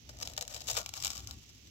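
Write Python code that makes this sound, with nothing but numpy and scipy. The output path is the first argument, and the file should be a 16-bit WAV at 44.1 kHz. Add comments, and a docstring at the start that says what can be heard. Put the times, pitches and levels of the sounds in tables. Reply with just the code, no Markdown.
"""Sharp little snaps and wet-free crunches, close up: snail eggs crushed under a shard of glass.
A thumb presses the shard onto the clusters on a tree stump. Single shells snap, whole clumps collapse
in short crunches, and a fine crackle follows the pressure. Every break rings the shard briefly and
knocks the wood; a low rumble and a faint hiss lie underneath.""" 
import sys
import numpy as np
from scipy import signal
from scipy.fft import rfft, irfft, next_fast_len
from scipy.io import wavfile
from scipy.ndimage import map_coordinates

SR = 44100
rng = np.random.default_rng(int(sys.argv[2]) if len(sys.argv) > 2 else 0)


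def unload_audio(sound):
    """Save the sound as a 16-bit wav file, at the path given as the first command line argument."""
    columns = np.transpose(np.atleast_2d(sound))
    # keep every value between -1 and 1, then stretch to whole-number steps
    steps = np.round(np.clip(columns, -1, 1) * 32767)
    wavfile.write(sys.argv[1], SR, steps.astype(np.int16))


N = 74970


def eggs():
    """Every break reaches the microphone as a click, a short scatter and the ring of shard and stump."""
    # tone of a fracture at the two microphone ports: freq_hz, left_db, right_db
    fracture_eq = [(200, -47, -53), (407, -32.5, -39), (660, -7.5, -11), (1200, -12.5, -11),
                   (2100, -17, -14), (2685, -5, -4.5), (4020, -4.5, -3.5), (4700, -6, -6), (5600, 1, -6.5),
                   (6700, 1.5, -3), (7700, -0.5, -29), (8580, -17.5, -17.5), (11350, -15, -13.5),
                   (11420, -10, -10.5), (16100, -18, -19), (16300, -25, -66)]
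    force, knock = snaps() + crunches() + crackle()
    direct = amp([[-1], [-24.5]]) * force  # the right port faces away
    diffuse = amp([[-5], [-2]]) * scatter(force, t60_s=0.011, rise_s=0.00011)
    echo = amp(-18) * scatter(force, t60_s=0.062, rise_s=0.024)  # nearby surfaces answer faintly
    sound = coloured(direct + diffuse + echo, fracture_eq) + shard(force) + stump(knock)
    lag_s = np.array([[0], [0.0003007]])  # the right side arrives a touch later
    return filtered(sound, lambda hz: np.exp(-2j * np.pi * hz * lag_s))


def snaps(boost_db=8.5, knock_db=-21.5):
    """Single shells burst with a sharp tick. Returns the force on the shard and on the wood."""
    # one burst shell a row: start_s, level_db (before the boost), pitch_hz
    bursts = [(0.0912, -33.5, 5330), (0.1709, -34, 6000), (0.188, -30, 6700), (0.2019, -25.5, 5900),
              (0.2116, -25.5, 5940), (0.2293, -15.5, 5600), (0.255, -27, 5600), (0.2746, -15, 3580),
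              (0.2987, -29, 3470), (0.3359, -25, 8800), (0.366, -24.5, 4030), (0.3777, -13.5, 3360),
              (0.3791, -17, 5160), (0.3906, -24, 7500), (0.4109, -13.5, 3780), (0.4155, -45, 6700),
              (0.4249, -15.5, 7200), (0.4518, -29, 2500), (0.479, -19, 7640), (0.5394, -24, 3370),
              (0.5449, -17, 7200), (0.5649, -20, 3880), (0.5772, -27, 7500), (0.598, -31, 3100),
              (0.6063, -23.5, 5060), (0.6185, -22, 4400), (0.6717, -21.5, 6900), (0.6778, -19, 7300),
              (0.6819, -16.5, 8100), (0.6859, -13.5, 3800), (0.689, -16, 3570), (0.7003, -13, 7060),
              (0.7135, -14.5, 7040), (0.732, -19, 7640), (0.7355, -24, 6900), (0.744, -22, 8400),
              (0.7632, -20, 3540), (0.768, -11, 2270), (0.7744, -13, 8300), (0.7872, -14, 2340),
              (0.802, -24, 8300), (0.8064, -23, 6400), (0.8152, -21.5, 2380), (0.8302, -29, 4800),
              (0.8618, -14, 2460), (0.892, -17, 8400), (0.9387, -15.5, 2520), (0.9759, -20.5, 4700),
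              (0.9887, -32, 6200), (1.0022, -23, 4700), (1.0249, -15, 7500), (1.0369, -17, 2980),
              (1.0394, -18.5, 4100), (1.0479, -8, 7700), (1.05, -14.5, 7700), (1.0569, -11, 2430),
              (1.0602, -21, 8000), (1.0695, -11, 7700), (1.0784, -13.5, 2580), (1.1036, -16, 5800),
              (1.1178, -23, 6300), (1.161, -28, 6350), (1.1696, -23, 4330), (1.1782, -20, 5740),
              (1.2049, -28, 3140), (1.2732, -20.5, 5900), (1.3106, -19.5, 4070), (1.492, -39.5, 3560),
              (1.6726, -35, 3570)]
    force = np.zeros(N)
    for start_s, level_db, pitch_hz in bursts:
        tick = shell([amp(level_db + boost_db)], pitch_hz, ring_db=-13.5, t60_s=0.0022)
        force[round(start_s * SR):][:len(tick)] += tick
    return np.array([force, amp(knock_db) * force])


def crunches(boost_db=2, attack_s=0.0015, release_s=0.0023):
    """A clump gives way in a dense burst of like-pitched breaks and drops the shard towards the wood."""
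    # collapsing clumps: start_s, hold_s, level_db (before the boost), knock_db (wood over shard), pitch_hz
    clumps = [(.09, 0.0052, -40.5, 7.5, 5430), (0.2107, 0.0043, -37, 9, 6100),
              (0.2231, 0.0054, -30.5, -0.5, 5600), (0.252, 0.0047, -43.5, 2, 6000),
              (0.376, 0.0061, -34.5, 8.5, 3660), (0.411, 0.0097, -38.5, 4, 6800),
              (0.495, 0.025, -46, 3.5, 6360), (0.5436, 0.01, -42, 3.5, 7100),
              (0.56, .006, -39.5, 3.5, 4040), (0.608, 0.011, -43.5, 3.5, 4400),
              (.684, 0.014, -33.5, 1.5, 6900), (.698, 0.0086, -28, -0.5, 7100),
              (0.7113, 0.0029, -28.5, -4, 6900), (0.7661, 0.012, -27, 5, 2800),
              (0.781, 0.0088, -33, 4, 6850), (0.969, 0.012, -41.5, 5.5, 4700), (1.047, 0.023, -38, 0, 5800),
              (1.101, 0.0036, -33, -2, 5730), (1.285, 0.008, -51, 12.5, 5860), (1.49, 0.015, -57, -1, 5400),
              (1.674, 0.006, -62, -11, 3380)]
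    t = np.arange(N) / SR
    force = np.zeros((2, N))  # on the shard, on the wood
    breaks = amp(boost_db) * fractures(per_s=6500, spread_db=2.5)
    for start_s, hold_s, level_db, knock_db, pitch_hz in clumps:
        attack = np.clip((t - start_s) / attack_s, 0, 1)
        release = np.exp(-np.maximum(t - start_s - hold_s, 0) / release_s)
        crunch = shell(attack * release * breaks, pitch_hz, ring_db=-17, t60_s=0.0041)[:N]
        force += amp([[level_db], [level_db + knock_db]]) * crunch
    return force


def crackle(boost_db=3, spurt_db=4, spurts_per_s=90):
    """Shell fragments keep breaking in little spurts under the thumb, driving both shard and wood."""
    # crackle of the crushed mass: time_s, level_db (before the boost), knock_db (wood over shard)
    envelope = [(0, -64.5, -2), (.13, -57.5, 9.5), (.19, -58, 11), (.24, -45.5, 3), (.31, -49.5, 3),
                (.355, -60.5, 12), (.43, -48, 8), (.465, -59, 9), (.52, -44.5, -0.5), (.58, -47.5, 2),
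                (.655, -49.5, 0), (.69, -50, -5), (.73, -39, -3.5), (.795, -37.5, 11), (.85, -54, 5),
                (.925, -57.5, 7), (.955, -41.5, -2), (1.01, -42.5, -10), (1.06, -46.5, 1), (1.125, -39, -5),
                (1.19, -47.5, -1.5), (1.25, -52.5, -4.5), (1.315, -50.5, 3.5), (1.38, -56.5, -10),
                (1.7, -62, -14)]
    level_db, knock_db = curves(envelope)
    wander = map_coordinates(rng.standard_normal(N // 50), [np.arange(N) * spurts_per_s / SR])
    spurts = amp(spurt_db * np.tanh(wander))
    breaks = unit(spurts * fractures(per_s=1400, spread_db=5))
    return amp(boost_db + np.array([level_db, level_db + knock_db])) * breaks


def fractures(per_s, spread_db):
    """A spray of tiny breaks, random in time and size, at rms 1."""
    sizes = amp(spread_db * np.clip(rng.standard_normal(N), -2, 2))
    polarity = rng.choice([-1, 1], N)
    return unit(sizes * polarity * (rng.random(N) < per_s / SR))


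def shell(pulses, pitch_hz, ring_db, t60_s):
    """Each impulse trails a few cycles at the pitch of the breaking shell."""
    t = np.arange(SR // 100) / SR
    ping = amp(ring_db - 60 * t / t60_s) * np.cos(2 * np.pi * pitch_hz * t)
    return signal.fftconvolve(pulses, (t == 0) + ping)


def shard(force):
    """The glass answers each break with a brief, bright ring."""
    # modes of the shard: pitch_hz, t60_s, left_db, right_db
    glass_modes = [(2335, 0.045, -65, -46.5), (3190, 0.0083, -47.5, -37.5), (4005, 0.07, -44, -56),
                   (5310, 0.023, -34, -32), (5930, 0.013, -42, -48), (6400, 0.0097, -86, -90),
                   (6900, 0.012, -71, -69)]
    return ring(force, glass_modes)


def stump(knock, pressed_s=0.796, crossfade_s=0.12):
    """The wood knocks with no bass; its modes shift as the shard is pressed flat."""
    # modes of the stump at first: pitch_hz, t60_s, left_db, right_db
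    wood_modes = [(498, 0.07, -47, -52), (614, 0.082, -41, -56), (686, 0.07, -41.5, -50),
                  (753, 0.048, -42.5, -49.5), (820, 0.065, -57.5, -58), (902, 0.061, -50.5, -54),
                  (1206, 0.038, -47.5, -51), (1502, 0.039, -50.5, -44.5), (1830, 0.059, -46, -53)]
    # modes of the stump with the shard pressed flat: pitch_hz, t60_s, left_db, right_db
    pressed_modes = [(671, 0.074, -47.5, -73), (782, 0.077, -42.5, -55.5), (930, 0.037, -44, -75),
                     (1152, 0.055, -38.5, -42.5), (1437, 0.023, -56, -38.5)]
    pressed = np.clip((np.arange(N) / SR - pressed_s) / crossfade_s + .5, 0, 1)
    sound = ring(knock * (1 - pressed), wood_modes) + ring(knock * pressed, pressed_modes)
    bass_cut = signal.butter(10, 448, "high", fs=SR, output="sos")
    return signal.sosfilt(bass_cut, sound)


def ring(force, modes):
    """Damped modes struck by the force, as heard left and right."""
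    t = np.arange(SR // 8) / SR
    response = sum(amp([[left_db], [right_db]]) * amp(-60 * t / t60_s) * np.sin(2 * np.pi * hz * t)
                   for hz, t60_s, left_db, right_db in modes)
    return signal.fftconvolve(force[None], response, axes=1)[:, :N]


def scatter(force, t60_s, rise_s, spots=6):
    """The breaks are spread over several spots, each with its own short, diffuse stereo tail."""
    t = np.arange(SR // 10) / SR
    tails = rng.standard_normal((spots, 2, len(t))) * amp(-60 * t / t60_s) * (1 - np.exp(-t / rise_s))
    tails /= np.linalg.norm(tails, axis=2, keepdims=True)
    spot = rng.integers(spots, size=N)
    return sum(signal.fftconvolve((force * (spot == k))[None], tails[k], axes=1)[:, :N]
               for k in range(spots))


def rumble(width_db=-13):
    """A low, nearly mono bed that swells and sinks, leaning slightly left."""
    # swell of the rumble: time_s, level_db (before panning)
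    swell = [(0, -61), (.1, -54), (.16, -54.5), (.28, -51.5), (.35, -57), (.52, -60), (.64, -54.5),
             (.77, -52), (.85, -57.5), (.97, -59.5), (1.04, -52), (1.15, -55), (1.24, -50.5), (1.31, -52.5),
             (1.385, -52), (1.42, -60), (1.6, -61), (1.7, -58)]
    # tone of the rumble: freq_hz, gain_db
    rumble_eq = [(15, -43), (28, -41), (48, -3), (68, 2), (88, -6.5), (106, -0.5), (130, -8), (175, -15.5),
                 (290, -15), (400, -24.5), (600, -55.5)]
    level_db, = curves(swell)
    noise = rng.standard_normal(N) + amp(width_db) * rng.standard_normal((2, N))
    return unit(coloured(noise, rumble_eq)) * amp(level_db) * amp([[1.5], [-0.5]])


def hiss():
    """A faint, steady hiss, unrelated between left and right."""
    # tone of the hiss: freq_hz, left_db, right_db
    hiss_eq = [(200, 11, -18), (440, 0.5, 1), (850, -12.5, -11), (1600, -27, -5.5), (2160, -1, 1.5),
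               (2800, -34, 6.5), (4170, -29.5, 3.5), (6300, -10.5, 7), (7500, -70, -6.5),
               (8450, -48, -23.5), (11900, -44, -10), (14800, -28, -11)]
    return amp(-57) * coloured(rng.standard_normal((2, N)), hiss_eq)


def amp(db):
    """Decibels to gain."""
    return 10 ** (np.asarray(db) / 20)


def unit(x):
    """Scale to rms 1."""
    return x / np.sqrt(np.mean(x ** 2) + 1e-20)


def curves(rows):
    """Breakpoints to envelopes, one for each column after time_s."""
    time_s, *columns = np.transpose(rows)
    return [np.interp(np.arange(N) / SR, time_s, column) for column in columns]


def filtered(x, response):
    """Shape the spectrum with a gain given as a function of frequency."""
    size = next_fast_len(N + 8192)
    return irfft(rfft(x, size) * response(np.fft.rfftfreq(size, 1 / SR)), size)[..., :N]


def coloured(x, eq):
    """EQ through points on a log frequency axis: freq_hz, then gain_db for each channel."""
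    freq_hz, *channels = np.transpose(eq)
    log_freq = np.log(freq_hz + 1)
    return filtered(x, lambda hz: amp([np.interp(np.log(hz + 1), log_freq, db) for db in channels]))


def scene():
    """The crushing up front, over a quiet bed of rumble and hiss."""
    return eggs() + rumble() + hiss()


def record(dry, top_hz=16100):
    """A steep high cut takes off the very top of the treble."""
    return filtered(dry, lambda hz: 1 / (1 + (hz / top_hz) ** 120))


dry = scene()
out = record(dry)
unload_audio(out)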